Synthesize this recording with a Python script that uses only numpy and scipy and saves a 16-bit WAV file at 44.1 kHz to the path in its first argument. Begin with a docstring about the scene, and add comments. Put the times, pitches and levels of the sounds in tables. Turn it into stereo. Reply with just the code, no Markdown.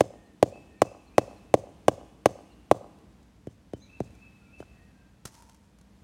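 """In a yard, a rubber mallet beds a concrete paver into sand: eight blows on its face, four edge taps.
Each blow cracks on grit, rings the slab, thumps the sand bed and throws up sand; fence and house echo it.
Grit shifts under glove and knee, a loose stone is knocked, and the mallet is laid on gravel.
Birds whistle, chirp and call, most of them far off, over a low rumble of traffic and a machine hum."""
import sys
import numpy as np
from scipy import signal
from scipy.fft import rfft, irfft, next_fast_len
from scipy.io import wavfile

SR = 44100
rng = np.random.default_rng(int(sys.argv[2]) if len(sys.argv) > 2 else 0)


def wav_record(signal):
    """Record a signal, one row per channel, as 16-bit PCM in the file named by sys.argv[1]."""
    frames = np.transpose(np.atleast_2d(signal))
    bounded = np.clip(frames, -1, 1)
    # unit amplitude maps onto the largest positive 16-bit level
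    quanta = np.round(bounded * 32767).astype(np.int16)
    wavfile.write(sys.argv[1], SR, quanta)


N = 265923
T = np.arange(N) / SR
SHORT = T[:SR // 4]  # a quarter second, enough for one knock

# Levels in the tables are relative: the functions turn them up or down.
# tone of far traffic and air (frequency [Hz], level [dB])
TRAFFIC_TONE = [(15, -51), (25, -23), (49, -1.5), (137, -10), (195, -8), (229, -10.5), (309, -12),
                (363, -23.5), (463, -18.5), (531, -21.5), (1560, -25.5), (2220, -29.5), (2760, -31.5),
                (9840, -43.5), (16000, -53)]
# how alike left and right are for sound from all sides (frequency [Hz], correlation [-1 to 1])
LIKENESS = [(60, 0.88), (150, 0.93), (350, 0.61), (700, 0.31), (1300, -0.45), (2600, -0.069), (7000, 0.77),
            (15000, 0.58)]
# tones of far machinery (pitch [Hz], level [dB])
HUM_TONES = [(59.2, -63), (199.2, -66.5)]
# blows on the face (time [s], level [dB], brightness [dB], clack on the next paver [dB], grit [dB])
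FACE_BLOWS = [(.0078, 0, -6, -1, 0), (0.4277, 1.5, -5.5, -9.5, -3), (.819, -1.5, 4, -6, 2.5),
              (1.1816, .5, 2.5, -10.5, 2), (1.5408, 1.5, -4.5, -6, -3.5), (1.8824, 0, 2.5, 6, 1),
              (2.2585, -0.45, 2.5, 3, 2.5), (2.7134, .5, 4.5, 1.5, -2)]
# A mode is one tone of a struck thing; its fade time (t60) is how long it takes to drop by 60 dB.
# The next four tables list modes (base pitch [Hz], level [dB], fade time [s])
FACE_MODES = [(187.7, -12.5, 0.021), (329, -7.5, 0.03), (487.4, 8.5, 0.0077), (616.7, 0, 0.011),
              (893, -4, .014), (791.3, 10, 0.0044), (1195.4, -3, 0.0062), (606.5, -18.5, 0.035)]  # the slab struck on its face
BED_MODES = [(90.7, 1.4, 0.02843), (109.2, 5.7, .024), (180, 5.1, 0.011)]  # the sand bed under it
CLACK_MODES = [(1600, -19, 0.0065), (1950, -20.5, 0.0021), (2306, -25.5, 0.0046), (3030, -28.5, 0.013)]  # two pavers knocking together
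EDGE_MODES = [(363.7, 7, 0.012), (600, 5, 0.0086), (790, -2.5, 0.0061)]  # the slab struck on its edge
# The next four tables give the tone of a noise (frequency [Hz], level [dB])
SLAP_TONE = [(300, -24.5), (1000, -4), (1700, 4.5), (2700, -1.5), (3900, -8.5), (6000, -6.5), (8500, -8),
             (10500, -14.5), (12500, -22.5), (16000, -33.5)]  # rubber on the gritty slab
CRUNCH_TONE = [(300, -21), (1200, -1), (2200, -3.5), (3900, -3), (6200, -2), (9000, -9.5), (12000, -19.5),
               (16000, -19.5)]  # grit being crushed
SAND_TONE = [(500, -25), (2500, -10.5), (4500, -4), (7000, 1), (9500, -8.5), (12000, -18.5), (16000, -19.5)]  # sand pattering down
GRAVEL_TONE = [(100, -9), (400, 1.5), (1000, 4.5), (2300, -2), (3500, -1), (6000, 7), (9000, 0),
               (12000, -6.5), (16000, -19)]  # gravel sliding
# the microphone's two openings (frequency [Hz], right side's lag [microseconds], left minus right [dB])
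MIC_PORTS = [(100, 35, 1.5), (1000, 94, 0), (2500, 74, 0), (3988, 68, -1), (5700, 63, 6), (6400, 43, -4.5),
             (7222, 82, -9), (9300, 88, 1.5), (11643, 55, 6.5), (15000, 66, 3.5)]
# echoes off stacks, walls and fence (delay [s], level [dB], band centre [Hz], band width [Hz])
WALL_ECHOES = [(.0096, -11.5, 208.6, 132), (0.0327, -22, 154, 159), (0.0371, -33.5, 387, 620),
               (.048, -12.5, 98, 40.04), (.056, -38, 550, 403), (0.0964, -27, 530, 100),
               (.0985, -50, 5150, 2000), (.1295, -35, 920, 795), (.148, -39.5, 600, 400)]
# sound scattered around the yard (frequency [Hz], level [dB], fade time [s])
YARD_BANDS = [(100, -21.5, 0.41), (248.5, -30.5, 1.6), (550, -35.5, 0.7), (1100, -33.5, 1.2),
              (1700, -36.5, 0.98), (2600, -35.5, 2.2), (5000, -30.5, .7), (10100, -39, 1.6)]
# thin, sinking bird notes (time [s], length [s], starting pitch [Hz], level [dB])
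THIN_NOTES = [(0.091, .27, 1865, -68.5), (.67, .15, 1850, -67.5), (2.45, .11, 2835, -66),
              (4.38, .16, 1410, -67), (4.695, 0.24, 1914, -67.5), (4.845, 0.33, 1640, -70.5)]
# short chips of a nearer bird (time [s], level [dB])
BIRD_CHIPS = [(.255, -72.5), (.785, -70), (1.066, -66), (1.361, -67.5), (2.51, -68.5)]
# the songbird's groups of whistles (time [s], level [dB])
SONG_PHRASES = [(.43, -56), (3.8, -54.5)]
# single pieces of grit shifting (time [s], level [dB])
GRIT_TICKS = [(2.986, -61), (3.227, -60), (4.104, -61.5), (4.150, -58), (5.34, -48), (5.421, -49.5),
              (5.494, -50.5), (5.544, -52.5), (5.785, -58.5), (5.811, -57)]
# taps on the edge (time [s], level [dB], pitch [factor], thump [dB], paver's free ring [dB], grit [dB])
EDGE_TAPS = [(3.471, -23, 0.82, 6.5, -38, -1.5), (3.7349, -21.5, 0.95, 4, -31, 1),
             (4.004, -17, 1.08, 5.5, -52, 2), (4.6029, -29, 1.01, 1.5, -27, 4.5)]
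# the two voices of one chirp (time [s], top pitch [Hz], level [dB])
CHIRP_VOICES = [(3.785, 6490, -65.5), (3.797, 4065, -59.5)]
# modes of a loose stone (base pitch [Hz], level [dB], fade time [s])
STONE_MODES = [(660, -35.5, 0.012), (1510, -42.5, 0.021), (5000, -63, .07)]
# mallet and hand thudding on the ground (time [s], base pitch [Hz], level [dB])
GROUND_THUDS = [(5.254, 180, -26), (5.812, 162, -40)]


def undb(db):
    """Turn decibels into a number to multiply by."""
    return 10 ** (np.asarray(db) / 20)


def fade(t, t60):
    """A smooth fade that is 60 dB down after t60 seconds."""
    return np.exp(-np.log(1000) * t / max(t60, 1e-4))


def along(table, hz, column=1):
    """Read a table between its rows, with frequency spaced in octaves."""
    table = np.asarray(table, float)
    return np.interp(np.log(hz + 1e-9), np.log(table[:, 0]), table[:, column])


def shape(x, response):
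    """Filter x by a function that gives the gain at each frequency."""
    size = next_fast_len(2 * len(x))
    hz = np.arange(size // 2 + 1) * SR / size
    return irfft(rfft(x, size) * response(hz), size)[:len(x)]


def colour(x, table, size=1024):
    """Give x the tone in a table, without smearing any sound ahead of a hit."""
    hz = np.arange(size // 2 + 1) * SR / size
    cepstrum = irfft(np.log(undb(along(table, hz))))
    cepstrum[1:size // 2] *= 2  # fold the filter's early half onto its late half
    cepstrum[size // 2 + 1:] = 0
    return signal.fftconvolve(x, irfft(np.exp(rfft(cepstrum))))[:len(x)]


def add(track, s, x):
    """Mix x into the track, starting at s seconds."""
    i = max(int(round(s * SR)), 0)
    track[i:i + len(x)] += x[:max(len(track) - i, 0)]


def wander(points, size=N):
    """A wobbly line through evenly spaced random points."""
    return np.interp(np.linspace(0, 1, size), np.linspace(0, 1, points), rng.standard_normal(points))


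def diffuse(size):
    """Noise from all sides: left and right are most alike in the bass."""
    likeness = lambda hz: np.clip(along(LIKENESS, hz), -.99, .99)
    mid = shape(rng.standard_normal(size), lambda hz: np.sqrt((1 + likeness(hz)) / 2))
    side = shape(rng.standard_normal(size), lambda hz: np.sqrt((1 - likeness(hz)) / 2))
    return np.array([mid + side, mid - side])


def traffic(level_db=-56.5, swell_db=1.35):
    """Far traffic and air make a low rumble that swells slowly."""
    air = np.array([shape(side, lambda hz: undb(along(TRAFFIC_TONE, hz))) for side in diffuse(N)])
    return air / np.std(air) * undb(level_db + swell_db * wander(20))


def machine_hum(gain_db=-2, drift=0.021, throb_db=2.5):
    """Far machinery hums in low tones that wander in pitch and level."""
    out = np.zeros(N)
    for hz, db in HUM_TONES:
        level = np.sqrt(2) * undb(db + gain_db + throb_db * wander(50))
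        pitch_hz = hz * (1 + drift * wander(50))
        out += level * np.sin(2 * np.pi * np.cumsum(pitch_hz) / SR)
    return out


def ring(modes, pitch=1):
    """A knock made of fading tones; neighbours swing against each other, so it takes a moment to build."""
    return sum((-1) ** k * undb(db) * np.sin(2 * np.pi * hz * pitch * SHORT) * fade(SHORT, t60)
               for k, (hz, db, t60) in enumerate(modes))


def grains(t, spread_db):
    """Many tiny clicks of uneven size; a wider spread lets single ones stand out."""
    clicks = rng.standard_normal(len(t))
    clicks *= undb(spread_db * np.minimum(rng.exponential(size=len(t)), 5))
    return clicks / np.std(clicks)


def grit(slap_db, crunch_db, sand_db, rebound_s=0.0029, flight_s=0.042, scatter=0.42):
    """Rubber slaps the slab, crushes grit as it hits and rebounds, and thrown sand patters down."""
    slap = -3.2 * (SHORT == 0) + 0.1 * rng.standard_normal(len(SHORT)) * fade(SHORT, 0.0054)
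    rebound = (SHORT > rebound_s) * fade(abs(SHORT - rebound_s), 0.004)
    crush = 0.086 * fade(SHORT, 0.031) + 0.023 * rebound
    sandfall = np.exp(-.5 * (np.log((SHORT + 1e-6) / flight_s) / scatter) ** 2)
    return (undb(slap_db) * colour(slap, SLAP_TONE)
            + undb(crunch_db) * colour(crush * grains(SHORT, spread_db=1.5), CRUNCH_TONE)
            + undb(sand_db) * colour(sandfall * grains(SHORT, spread_db=5.5), SAND_TONE))


def face_blows(pitch=.97, bed_db=-12, clack_after_s=.002):
    """Each blow rings the slab, thumps the sand bed and jolts the slab against its neighbour."""
    out = np.zeros(N)
    thump = undb(bed_db) * ring(BED_MODES, pitch)
    upper_share = lambda hz: along([(600, 0.024), (1100, 0.99)], hz)
    for s, db, bright_db, clack_db, grit_db in FACE_BLOWS:
        # a square hit is shorter, so it rings the higher tones more
        slab = shape(ring(FACE_MODES, pitch), lambda hz: undb(bright_db * upper_share(hz)))
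        crack = grit(slap_db=grit_db - 1.63, crunch_db=grit_db + 2.66, sand_db=-50.4)
        add(out, s, undb(db) * (slab - thump + crack))
        add(out, s + clack_after_s, undb(db + clack_db) * ring(CLACK_MODES, pitch))
    return out


def microphone(x):
    """A near sound reaches the right opening later, and the casing changes each side's tone."""
    tilt = lambda hz: undb(along(MIC_PORTS, hz, column=2) / 2)
    lag = lambda hz: np.exp(-2j * np.pi * hz * along(MIC_PORTS, hz) / 10 ** 6)
    return np.array([shape(x, tilt), shape(x, lambda hz: lag(hz) / tilt(hz))])


def echo(hz, delay_s, db, centre_hz, width_hz):
    """The filter for one echo: a band of the sound comes back late."""
    band = 1j * hz * width_hz / (centre_hz ** 2 - hz ** 2 + 1j * hz * width_hz)
    return undb(db) * np.exp(-2j * np.pi * hz * delay_s) * band


def stack_echo(x, left_s=0.002998, right_s=0.00354):
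    """A stack of pavers on the left bounces the knock back, to the left side first."""
    return np.array([shape(x, lambda hz: echo(hz, s, db=-4, centre_hz=1020, width_hz=300))
                     for s in (left_s, right_s)])


def wall_echoes(x):
    """Nearby stacks, walls and fence boards each send back a band of the knock."""
    return shape(x, lambda hz: sum(echo(hz, *row) for row in WALL_ECHOES))


def yard_reverb(x, build_s=0.031):
    """Sound scattered around the yard builds up, then each band dies away at its own rate."""
    t, noise, tail = T[:SR], diffuse(SR), 0
    for k, (_, db, t60) in enumerate(YARD_BANDS):
        this_band = [(row[0], float(j == k)) for j, row in enumerate(YARD_BANDS)]
        band_noise = np.array([shape(side, lambda hz: along(this_band, hz)) for side in noise])
        tail = tail + undb(db) * fade(t, t60) * band_noise
    return signal.fftconvolve(x[None], 0.055 * tail * np.minimum(t / build_s, 1), axes=1)[:, :N]


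def whistle(hz, rasp):
    """A bird note swells and fades along a pitch line; a quick flutter of pitch makes it raspy."""
    swell = np.sin(np.pi * np.linspace(0, 1, len(hz)))
    fluttering_hz = hz * (1 + .097 * rasp * wander(40, len(hz)))
    return swell * np.sin(2 * np.pi * np.cumsum(fluttering_hz) / SR)


def thin_notes(sink_per_s=.14):
    """Far birds whistle thin notes that slowly sink in pitch."""
    out = np.zeros(N)
    for s, length_s, hz, db in THIN_NOTES:
        sinking_hz = hz * (1 - sink_per_s * T[:int(length_s * SR)])
        add(out, s, undb(db) * whistle(sinking_hz, rasp=.17))
    return out


def foliage(x, t60=0.2193):
    """Leaves and branches smear a far sound, differently on the left and right."""
    scatter = diffuse(len(SHORT)) * fade(SHORT, t60)
    scatter /= np.sqrt(np.sum(scatter ** 2) / 2)
    return signal.fftconvolve(x[None], scatter, axes=1)[:, :N]


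def bird_chips(length_s=.034, from_hz=4480, to_hz=3840):
    """A nearer bird, out in the open, gives short falling chips."""
    out = np.zeros(N)
    falling_hz = np.geomspace(from_hz, to_hz, int(length_s * SR))
    for s, db in BIRD_CHIPS:
        add(out, s, undb(db) * whistle(falling_hz, rasp=.12))
    return out


def songbird(repeats=3, every_s=.316, length_s=.2, from_hz=2350, to_hz=2618, soft_db=-7):
    """Each whistle starts low and soft, slides upward and holds its loud top note."""
    out = np.zeros(N)
    turn_s, glide_s = .085, 0.018
    risen = (1 + np.tanh((T[:int(length_s * SR)] - turn_s) / glide_s)) / 2
    hz = from_hz + (to_hz - from_hz) * risen
    for s, db in SONG_PHRASES:
        for k in range(repeats):
            add(out, s + k * every_s, undb(db + soft_db * (1 - risen)) * whistle(hz, rasp=.14))
    return out


def scuff(db, rise_s, t60, spread_db=4.5):
    """A slide of grit that swells and dies away."""
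    t = T[:SR]
    swell = np.minimum(t / rise_s, 1) * fade(np.maximum(t - rise_s, 0), t60)
    return undb(db) * swell * grains(t, spread_db)


def gravel(brush_s=4.574, landing_s=5.2523, dig_after_s=0.017):
    """Grit ticks under glove and knee; the mallet brushes the ground, later lands, digs in and slides."""
    out = np.zeros(N)
    for s, db in GRIT_TICKS:
        add(out, s, scuff(db, rise_s=.002, t60=0.026))
    landing = scuff(db=-32.5, rise_s=0.0014, t60=0.048)
    dig = scuff(db=-42, rise_s=0.0014, t60=0.082)
    slide = scuff(db=-55.5, rise_s=0.075, t60=1, spread_db=6.5)
    add(out, brush_s, scuff(db=-58, rise_s=0.028, t60=0.17))
    add(out, landing_s, landing)
    add(out, landing_s + dig_after_s, dig + slide)
    return colour(out, GRAVEL_TONE)


def edge_taps(ring_hz=3045, ring_t60=0.093):
    """Light taps on the edge mostly shove the slab through the sand, leaving a faint high ring."""
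    out = np.zeros(N)
    for s, db, pitch, thump_db, ring_db, grit_db in EDGE_TAPS:
        slab = ring(EDGE_MODES, pitch) + ring([(ring_hz, ring_db, ring_t60)])
        thump = undb(thump_db) * ring(BED_MODES, pitch)
        crack = grit(slap_db=grit_db - 8.5, crunch_db=grit_db - 2.5, sand_db=-38)
        add(out, s, undb(db) * (slab - thump + crack))
    return out


def arch(top_hz, depth, length_s):
    """A pitch line that rises to its top and falls again."""
    return top_hz * (1 - depth * np.linspace(-1, 1, int(length_s * SR)) ** 2)


def bird_chirp():
    """One quick chirp in two voices, each rising and falling."""
    out = np.zeros(N)
    for s, hz, db in CHIRP_VOICES:
        add(out, s, undb(db) * whistle(arch(hz, depth=.2, length_s=.07), rasp=0.19))
    return out


def ground_knocks(stone_s=4.6265, thud_t60=0.015):
    """A loose stone is knocked once, then mallet and hand thud dully on the ground."""
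    out = np.zeros(N)
    add(out, stone_s, ring(STONE_MODES, pitch=0.98))
    for s, hz, db in GROUND_THUDS:
        add(out, s, ring([(hz, db, thud_t60)], pitch=0.88))
    return out


def low_call(start_s=5.28, gain_db=-53):
    """A low, drawn-out bird call that fades as it goes."""
    out = np.zeros(N)
    call = whistle(arch(top_hz=940, depth=.05, length_s=0.27), rasp=.4)
    add(out, start_s, undb(gain_db) * call * fade(T[:len(call)], t60=1.44))
    return out


def scene(bird_reverb_db=21.5, bird_direct_db=-6):
    """The work is heard directly and by its echoes; far birds come mostly by way of trees and yard."""
    work = face_blows() + edge_taps() + gravel() + ground_knocks()
    song = songbird() + thin_notes() + bird_chirp() + low_call()
    birds = undb(bird_direct_db) * song + foliage(song) + bird_chips()
    background = traffic() + machine_hum()
    near = microphone(work + wall_echoes(work)) + stack_echo(work)
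    return near + yard_reverb(work + undb(bird_reverb_db) * song) + birds + background


def record(dry, ceiling=0.85, low_cut_hz=52, high_cut_hz=16100):
    """Drop the deepest bass, round off the tallest peaks and cut the highest treble."""
    lean = signal.sosfilt(signal.butter(4, low_cut_hz, "high", fs=SR, output="sos"), dry)
    rounded = lean / (1 + (lean / ceiling) ** 8) ** (1 / 8)
    return signal.sosfilt(signal.ellip(8, .2, 70, high_cut_hz, fs=SR, output="sos"), rounded)


dry = scene()
out = record(dry)
wav_record(out)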